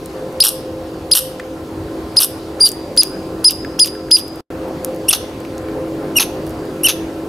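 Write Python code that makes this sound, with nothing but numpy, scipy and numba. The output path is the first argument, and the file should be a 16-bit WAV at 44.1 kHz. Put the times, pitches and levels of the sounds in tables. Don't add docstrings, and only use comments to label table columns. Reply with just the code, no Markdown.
import sys
import numpy as np
from scipy import signal
from scipy.fft import rfft, irfft, next_fast_len
from scipy.io import wavfile
from scipy.ndimage import uniform_filter1d, minimum_filter1d, map_coordinates
from numba import njit

SR = 44100
rng = np.random.default_rng(int(sys.argv[2]) if len(sys.argv) > 2 else 0)


def bounce(signal):
    frames = np.transpose(np.atleast_2d(signal))
    limited = np.clip(frames, -1, 1)
    pcm = np.round(limited * 32767).astype(np.int16)
    wavfile.write(sys.argv[1], SR, pcm)


def gain_from_decibels(decibels):
    exponent = np.asarray(decibels, float) / 20
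    return 10 ** exponent


N = 321048


def unit(x):
    return x / np.sqrt(np.mean(x ** 2) + 1e-20)


def along(points, hz):
    f, v = np.transpose(points)
    return np.interp(np.log(hz + 1), np.log(f + 1), v)


def curves(rows):
    s, *cols = np.transpose(rows)
    return [np.interp(np.arange(N) / SR, s, c) for c in cols]


def wobble(rate, size):
    coarse = np.arange(0, size + SR / rate, SR / rate / 16)
    knots = rng.standard_normal(int(size * rate / SR) + 4)
    return np.interp(np.arange(size), coarse, map_coordinates(knots, [coarse * rate / SR]))


def filtered(x, response):
    m = next_fast_len(x.shape[-1] + 8192)
    return irfft(rfft(x, m) * response(np.fft.rfftfreq(m, 1 / SR)), m)[..., :x.shape[-1]]


def resonances(modes):
    def mode(f, centre, width):
        return 1j * f * width / (centre * centre - f * f + 1j * f * width)
    return lambda f: sum((-1) ** k * gain_from_decibels(db) * mode(f, c, w) for k, (c, w, db) in enumerate(modes))


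def add(out, s, sound):
    out[round(s * SR):][:len(sound)] += sound


# f/Hz, left-right likeness 0-1
COHERENCE = [(60, 1.0), (130, 1), (290, 1), (640, 0.9498), (1410, 0.52), (3100, 0.302), (6820, 0.87),
             (15000, 1.0)]


def rush(spectrum, patchy_db):
    z = signal.stft(rng.standard_normal((2, N)), nperseg=512)[2]
    field = uniform_filter1d(rng.standard_normal(z.shape[1:]), 6, 0)
    field = uniform_filter1d(field, 14, 1)
    pair = signal.istft(z * gain_from_decibels(patchy_db * unit(field)), nperseg=512)[1][:, :N]

    def response(hz):
        turn = np.arccos(np.clip(along(COHERENCE, hz), -1, 1 - 1 / 1500)) / 2
        return gain_from_decibels(along(spectrum, hz)) * [np.cos(turn), np.sin(turn)]
    mid, side = filtered(pair, response)
    return unit(np.array([mid + side, mid - side]))


# f/Hz, level/dB per Hz
DEEP_SPECTRUM = [(20, -42), (35, -18), (50, -3), (90, -1), (130, -4.5), (200, -39)]
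RUMBLE_SPECTRUM = [(80, -18), (130, -6.5), (250, -7), (350, -2), (460, -9.5), (700, -10.5), (900, -47.5)]
WASH_SPECTRUM = [(290, -30), (500, -4), (627, -14.5), (721, -13.5), (793, -12.5), (2800, -30.5),
                 (4000, -38.5), (5200, -73.5), (8800, -120)]
# t/s, level/dB
TRAFFIC_SWELL = [(0, -38.5), (.6, -38), (1.5, -38.5), (2, -36), (2.3, -38), (3.2, -36), (4.2, -39.5),
                 (4.52, -36), (4.75, -35.5), (5.35, -36.5), (6.1, -35), (7.28, -36)]


def traffic():
    wash_db, = curves(TRAFFIC_SWELL)
    swell_db = wash_db - wash_db.mean()
    deep = gain_from_decibels(-38 + .4 * swell_db) * rush(DEEP_SPECTRUM, patchy_db=1.8)
    rumble_db = -33.5 + 2 * swell_db + 1.3 * wobble(2.99, N)
    rumble = gain_from_decibels(rumble_db) * rush(RUMBLE_SPECTRUM, patchy_db=0.5)
    return deep + rumble + gain_from_decibels(wash_db + 2.5) * rush(WASH_SPECTRUM, patchy_db=2.0)


# f/Hz, level/dB
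LEAF_SPECTRUM = [(1470, -53), (2500, 0), (3660, 0), (4620, 2.5), (5230, -1.5), (7770, -7), (12300, -9),
                 (13600, -28.5), (16000, -15.5)]


def leaves():
    return gain_from_decibels(-48 + 1.0 * wobble(2.2, N)) * rush(LEAF_SPECTRUM, patchy_db=1.6)


# f/Hz, width/Hz, level/dB
INSECT_BAND = (4700, 300, -63)


def insects():
    hz, width, db = INSECT_BAND
    spectrum = [(hz - 3 * width, -40), (hz, 0), (hz + 3 * width, -40)]
    return gain_from_decibels(db + 3 * wobble(2.5, N)) * rush(spectrum, patchy_db=2)


def line(hz, width, fuzz_share=0.82):
    noise = rng.standard_normal(N)
    fuzz = unit(filtered(noise, lambda f: 1 / (1 + ((f - hz) / width) ** 2)))
    core = np.sin(2 * np.pi * hz * np.arange(N) / SR + 0.84 * wobble(3.0006, N))
    return unit(fuzz_share * fuzz + core)


# f/Hz, width/Hz, fuzz share
MACHINE_LINES = [(323.5, 7.3, 0.28), (519.1, 6.4, 0.61), (1039, 18, 0.26)]
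# f/Hz, width/Hz, level/dB
COMB_LINES = [(154.7, 13, -5.5), (192.9, 8.7, -9), (235.5, 3.3, -8), (278.1, 23, -0.5), (379.8, 15, 0),
              (421.8, 11, 0), (563.4, 4.1, -8.5), (713.5, 4.2, -13), (752, 6.4, -12.5), (1340, 6, -17.5)]
# t/s, motor level/dB, fan level/dB
MACHINE_LEVELS = [(0, -38.5, -41), (.25, -37, -35), (.9, -37, -34.5), (1.35, -38, -37.5), (1.9, -33.5, -45),
                  (2.3, -38, -48), (2.7, -35.5, -45.5), (3.3, -34, -40.5), (3.6, -34, -57),
                  (3.8, -34.5, -39), (4.3, -36, -46), (4.7, -34, -34.5), (5.15, -35, -36),
                  (5.35, -37, -41.5), (5.7, -31.5, -32), (6.3, -34.5, -39.5), (6.65, -31, -38),
                  (7.28, -33, -40)]


def drone():
    motor_db, fan_db = curves(MACHINE_LEVELS)
    motor, fan, whine = (line(*row) for row in MACHINE_LINES)
    comb = sum(gain_from_decibels(db + 1.54 * wobble(3.03, N)) * line(hz, width) for hz, width, db in COMB_LINES)
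    engine = gain_from_decibels(motor_db) * (gain_from_decibels(3.5) * motor + gain_from_decibels(-3.5) * comb)
    return engine + gain_from_decibels(fan_db + 4.0) * fan + gain_from_decibels(-49 + 1.4 * wobble(1.5, N)) * whine


# f/Hz, decay time t60/s
TREE_DECAY = [(1000, .4), (3000, 1.3), (5000, 0.87), (10000, 0.4), (15000, .25)]


def trees(x):
    hz, t, z = signal.stft(rng.standard_normal((2, SR)), SR, nperseg=256)
    far_decay = gain_from_decibels(-60 * t / along(TREE_DECAY, hz)[:, None])
    near_decay = 5.5 * gain_from_decibels(-60 * t / .26)
    shared, apart = signal.istft(z * (far_decay + near_decay), SR, nperseg=256)[1]
    apart = filtered(apart, lambda f: 1.3 / (1 + f / 6000))
    tails = np.array([shared + apart, shared - apart]) / np.linalg.norm(shared)
    delayed = np.pad(x, (200, 0))[None]
    return signal.fftconvolve(delayed, tails, axes=1)[:, :N]


def clicks(rows, spread, t60, tail_db, gain_db):
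    out, t = np.zeros(N), np.arange(SR // 40) / SR
    for s, db, hz in rows:
        push = (t == 0) + gain_from_decibels(tail_db - 60 * t / t60) * rng.standard_normal(len(t))
        snap = filtered(push, resonances([(hz, spread * hz, 0)]))
        add(out, s, gain_from_decibels(db + gain_db) * snap / abs(snap).max())
    return out


# t/s, peak level/dB, f/Hz
CLAW_HITS = [
    (1.3974, -20.5, 1860),
    (3.6474, -21, 1750),
    (3.9505, -28, 1650),
    (4.0854, -31, 1606),
    (5.45, -28, 2420),
    (5.685, -27, 1419),
    (6.4684, -34, 1390),
]


def claws():
    return clicks(CLAW_HITS, 0.21, 0.025, 3, 1.5)


# t/s, peak level/dB, f/Hz
TOOTH_TICKS = [(0.0591, -25.5, 9730), (0.3262, -37.5, 10200), (2.6811, -11.5, 11000), (2.6904, -8.5, 11700),
               (2.7173, -14.5, 9190), (2.7205, -25.5, 9750), (2.9656, -19, 9720), (3.0336, -3.5, 9700),
               (3.0714, -32, 10100), (3.5085, -4.5, 10700), (3.52, -17, 10200), (3.8594, -8.5, 9700),
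               (3.8729, -19, 9600), (4.2808, -25, 11600), (4.3588, -32.5, 11900), (4.684, -37, 11500),
               (4.9477, -33, 9900), (4.9617, -32.5, 10700), (5.4035, -30, 11200), (5.5804, -28, 6150),
               (6.152, -29, 11000), (6.4666, -27, 11700), (6.4764, -32.5, 11200), (6.4944, -29, 10900),
               (6.5065, -30.5, 10740), (6.6543, -38, 10900)]


def teeth():
    return clicks(TOOTH_TICKS, 0.83, .008, -7.5, 5.8)


# t/s, peak level/dB, f/Hz
SHELL_CRACK = [
    (4.8474, -1, 10000),
]


def nutshell():
    return clicks(SHELL_CRACK, 0.43, 0.0063, -8, 0)


# t/s, length/s, level/dB, mouth opening 0-1, treble level/dB
RASP_EVENTS = [(0.438, 0.053, -9, 0.26, -3), (1.151, 0.042, -8.5, 0.18, -4), (2.202, 0.046, -13, 0.46, 1.2),
               (2.651, 0.042, -25, 0.2, -4), (3.018, 0.023, -25, .95, -13), (3.499, 0.022, -23, 0.54, -8),
               (3.845, 0.035, -26.5, 0.65, -4.5), (4.166, 0.038, -27, 0.62, -0.5),
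               (5.103, 0.0124, -23, 0.7, -9), (5.129, 0.021, -8.5, 0.6, -5), (6.197, 0.032, -12, 0.98, -2),
               (6.884, 0.023, -9, 0.9, -2.7)]
# f/Hz, width/Hz, level/dB
SHUT_MOUTH = [(1286, 340, -17.5), (2850, 240, 1), (3796, 4700, -9), (5900, 340, -3.5), (8700, 1170, -0.5),
              (11700, 1160, 4.5), (14900, 3200, -28)]
OPEN_MOUTH = [(1100, 720, -9), (2630, 320, -0.5), (3560, 1030, -3), (6320, 600, -2.5), (8660, 2700, -19.5),
              (11000, 1035, 1), (14000, 1600, -29)]
# f/Hz, width/Hz, level/dB
NASAL_BRANCH = [(2200, 1200, 3)]


def rasps():
    lead_s, tail_s = .014, 0.033
    leak, split_hz = .17, 7200
    out = np.zeros(N)
    for s, length, db, opening, treble_db in RASP_EVENTS:
        n = round((lead_s + length + tail_s) * SR)
        u = (np.arange(n) / SR - lead_s) / length
        share = np.clip(opening, 0, 1)

        gaps, sizes = rng.standard_normal((30, 2)).T
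        starts = np.cumsum(np.exp(.35 * gaps)) / (110 + share * (330 - 110))
        starts = starts - starts[0]
        since = np.maximum(u * length - starts[:, None], 0)
        life = 0.0033 * (1 - 0.79 * share)
        heights = gain_from_decibels(9.5 + 2 * sizes) * (starts < length)
        clumps = heights @ ((1 - np.exp(-since / 0.00041)) * np.exp(-since / life))

        flaps = np.cumsum(620 * gain_from_decibels(3.5 * wobble(300, n))) / SR
        fade = gain_from_decibels(db - 4.5 - 7.5 * np.minimum(u, 1))
        tail = gain_from_decibels(-21 * np.maximum(u - 1, 0) * length / tail_s)
        push = fade * (np.clip(6 * u, leak, 1) + clumps) * tail

        def mouth(f):
            modes = (1 - share) * resonances(SHUT_MOUTH)(f) + share * resonances(OPEN_MOUTH)(f)
            return modes * (1 - (1 - share) * resonances(NASAL_BRANCH)(f))

        throat = (0, 1.1, lambda f: f < split_hz)
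        treble = (treble_db, .3, lambda f: f >= split_hz)
        for gain_db, steady, band in (throat, treble):
            gate = gain_from_decibels(3.1 * wobble(350, n)) * (steady + np.exp(-4 * (flaps % 1)))
            breath = unit(gate * rng.standard_normal(n)) * push
            sound = filtered(np.pad(breath, (0, 400)), lambda f: mouth(f) * band(f))
            add(out, s - lead_s, gain_from_decibels(16.5 + gain_db) * sound)
    return out


def arch(length, start_hz, crest_hz, end_hz, bend):
    u = np.linspace(-1, 1, round(length * SR))
    return crest_hz + (np.where(u < 0, start_hz, end_hz) - crest_hz) * abs(u) ** bend


def slide(length, start_hz, end_hz):
    return arch(length, start_hz, (start_hz + end_hz) / 2, end_hz, 0.59)


def pure(k, hz):
    return gain_from_decibels(-20 * (k - 1)) + 0 * hz


# f/Hz, level/dB
THROAT_RESPONSE = [(2000, 3), (2800, 1.5), (3500, 7), (5500, 1), (7200, -12.5), (9000, 10), (11500, 9.5),
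                   (14500, -13), (17000, -26)]


def chest(tilt_db, second_db=0):
    def gains(k, hz):
        level_db = along(THROAT_RESPONSE, hz) + tilt_db * (k - 2) + second_db * (k == 2)
        return gain_from_decibels(level_db) * (hz < 20000)
    return gains


def note(pitch, gains, swell_db=0, attack=0.0012, fall=0.0014, scoop=0, waver_hz=0, half_db=-60,
         air_db=-32, flutter_db=1.07, fray_db=-60):
    n = len(pitch)
    t, length = np.arange(n) / SR, n / SR
    u = 2 * t / length - 1
    pitch = pitch + waver_hz * np.sin(2 * np.pi * (t / 0.0358 - .25))
    dip = np.exp(-t / 0.001) + 0.68 * np.exp((t - length) / 0.0016)
    pitch = pitch * (1 - scoop * dip + wobble(126.7, n) / 400)
    phase = 2 * np.pi * np.cumsum(pitch) / SR
    breath = np.sin(np.pi / 2 * np.clip(np.minimum(t / attack, (length - t) / fall), 0, 1))
    tone = np.zeros(n)
    for k in range(1, 7):
        flutter = gain_from_decibels(flutter_db * (k + 1) * wobble(130, n))
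        overtone = np.cos(k * phase + .7 * (k - 1) ** 2)
        tone += gains(k, k * pitch) * breath ** (k - 1) * flutter * overtone
    half = gain_from_decibels(half_db) * (u > -.3) * sum(np.cos((k + .5) * phase) for k in range(3))
    air = gain_from_decibels(air_db) * (1 + np.cos(phase)) * rng.standard_normal(n)
    fray = 1 + gain_from_decibels(fray_db) * np.clip((t - .022) / 0.035, 0, 1) ** 2 * wobble(2400, n)
    return (unit(tone) * fray + half + air) * breath ** 1.25 * gain_from_decibels(swell_db * np.minimum(u, 0))


# t/s, length/s, start f/Hz, end f/Hz, level/dB
PEEP_EVENTS = [
    (0.47, 0.0102, 5530, 5250, -8),
    (1.181, 0.0063, 5410, 5180, -10),
    (2.229, 0.0043, 5786, 4720, -10),
    (2.233, 0.0057, 5116, 5500, -9),
]


def peeps():
    out = np.zeros(N)
    for s, length, start_hz, end_hz, db in PEEP_EVENTS:
        pitch = slide(length, start_hz, end_hz)
        add(out, s, gain_from_decibels(db) * note(pitch, pure, attack=0.00123, fall=0.0029))
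    return out


# t/s, f/Hz, level/dB, tilt/dB per overtone
SQUEAK_CURVES = [
    [(5.082, 2634, -16, -3), (5.089, 2820, -1.5, -1.5), (5.098, 3230, -6, 2.7), (5.1005, 3550, -10.5, -3),
     (5.108, 3470, -8, -4), (5.1092, 2850, -2, -3.5), (5.1175, 2520, -5, -4)],
    [(6.156, 2910, -22, -6), (6.164, 2855, -16, -11), (6.167, 2852, -7, -5), (6.178, 2850, -9.5, -4),
     (6.186, 2610, -5, -7.5), (6.19, 2450, -9, 0)],
    [(6.833, 2610, -21, -3.5), (6.837, 2900, -16, 1), (6.8395, 2780, -24, -1), (6.842, 2730, -9, -3),
     (6.849, 2964, -7.5, -8), (6.857, 3033, -6, -3.5), (6.866, 2790, -7, -1.5), (6.871, 2730, -7.5, -13),
     (6.877, 2500, -13, -4)],
]


def squeaks():
    out = np.zeros(N)
    for rows in SQUEAK_CURVES:
        span = slice(round(rows[0][0] * SR), round(rows[-1][0] * SR))
        pitch, db, tilt_db = (c[span] for c in curves(sorted(rows)))
        voice = note(pitch, chest(tilt_db), attack=0.0013, fall=0.0013, air_db=-22.5, flutter_db=1.12)
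        add(out, rows[0][0], gain_from_decibels(db) * voice)
    return out


# t/s, length/s, start f/Hz, crest f/Hz, level/dB
WHISTLE_EVENTS = [
    (0.405, 0.02145, 4370, 5127, -3),
    (1.117, 0.02, 4630, 5054, -5),
    (2.169, 0.024, 4700, 5060, -5.5),
    (2.604, 0.074, 4755, 4840, -6),
    (2.976, 0.0405, 4816, 5023, -2),
    (3.446, 0.048, 4810, 5070, 0),
    (3.798, 0.045, 5050, 4970, -3),
    (4.115, 0.051, 4960, 5008, -1.5),
]
PIPE_OVERTONES = [0, -8.5, -31]
# lead/s, level in/dB, level out/dB
FLIP_EVENTS = [(0.004, -16, -21), (0.0058, -19, -25), (.008, -30, -28.5), (.007, -35, -41.5),
               (.005, -24, -27.5), (.005, -22, -19), (0.0081, -18, -22), (0.007, -21.5, -22.5)]
# start f/Hz, end f/Hz, swell/dB, tilt/dB per overtone, second overtone/dB
FLIP_UP = (2500, 3570, 17, 0.33, 10.2)
# start f/Hz, end f/Hz, swell/dB, tilt/dB, second overtone/dB
FLIP_DOWN = (3050, 2446, -6, -5, 10)
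# lead/s, length/s, start f/Hz, end f/Hz, level/dB
BREATH_TONE = (.004, .007, 1150, 2500, -34)


def calls():
    def pipe(k, hz):
        return gain_from_decibels(PIPE_OVERTONES[k - 1]) * (hz < 20000) if k <= len(PIPE_OVERTONES) else 0 * hz

    out = np.zeros(N)
    for whistle, (lead, in_db, out_db) in zip(WHISTLE_EVENTS, FLIP_EVENTS):
        s, length, start_hz, crest_hz, db = whistle
        pitch = arch(length + .0035, start_hz, crest_hz, crest_hz - 21.7 / length, 2.48)
        waver_hz = 74.4 * (length / 0.069) ** 2.2
        tone = note(pitch, pipe, attack=0.17 * length, fall=0.24 * length, scoop=0.46,
                    waver_hz=waver_hz, half_db=-50, fray_db=-12)
        add(out, s - .0015, gain_from_decibels(db + 2.5) * tone)

        low_hz, high_hz, swell_db, *colour = FLIP_UP
        pitch = slide(lead + .002, low_hz, high_hz)
        add(out, s - lead, gain_from_decibels(in_db + 8.5) * note(pitch, chest(*colour), swell_db))

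        high_hz, low_hz, swell_db, *colour = FLIP_DOWN
        pitch = slide(.005, high_hz, low_hz)
        add(out, s + length + .0015, gain_from_decibels(out_db + 5) * note(pitch, chest(*colour), swell_db))

        early, short, low_hz, high_hz, breath_db = BREATH_TONE
        tone = note(slide(short, low_hz, high_hz), pure, attack=0.00059, fall=0.0043)
        add(out, s - lead - early, gain_from_decibels(breath_db) * tone)
    return out


# start t/s, end t/s
SILENCE = (4.408, 4.503)


def scene():
    voice, rasp = calls() + peeps() + squeaks(), rasps()
    snaps = teeth() + claws() + nutshell()
    sent = gain_from_decibels(-21.5) * voice + gain_from_decibels(-18.5) * rasp + gain_from_decibels(-21.0) * snaps
    first = np.arange(N) < SILENCE[1] * SR
    echoes = first * trees(sent * first) + trees(sent * ~first)
    return voice + rasp + snaps + echoes + drone() + traffic() + leaves() + insects()


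@njit
def release(need, step):
    gain = need.copy()
    for i in range(1, len(gain)):
        gain[i] = min(need[i], gain[i - 1] + step * (1 - gain[i - 1]))
    return gain


def band_limit(x):
    return signal.sosfilt(signal.butter(12, 16480, fs=SR, output="sos"), x)


def record(dry):
    need = np.minimum(1, .95 / (abs(dry).max(0) + 1e-9))
    need = minimum_filter1d(need, 45)
    gain = uniform_filter1d(release(need, 1 / (0.039 * SR)), size=22)
    x = filtered(dry * gain, lambda hz: 1 / (1 + (hz / 15590) ** 80))
    t = np.arange(N) / SR
    start, end = SILENCE
    leak = gain_from_decibels(-20 - 1000 * np.clip(t - start, 0, 1)) + gain_from_decibels(-62)
    mix = x * np.where((t > start) & (t < end), leak, 1)
    return band_limit(mix)


dry = scene()
out = record(dry)
bounce(out)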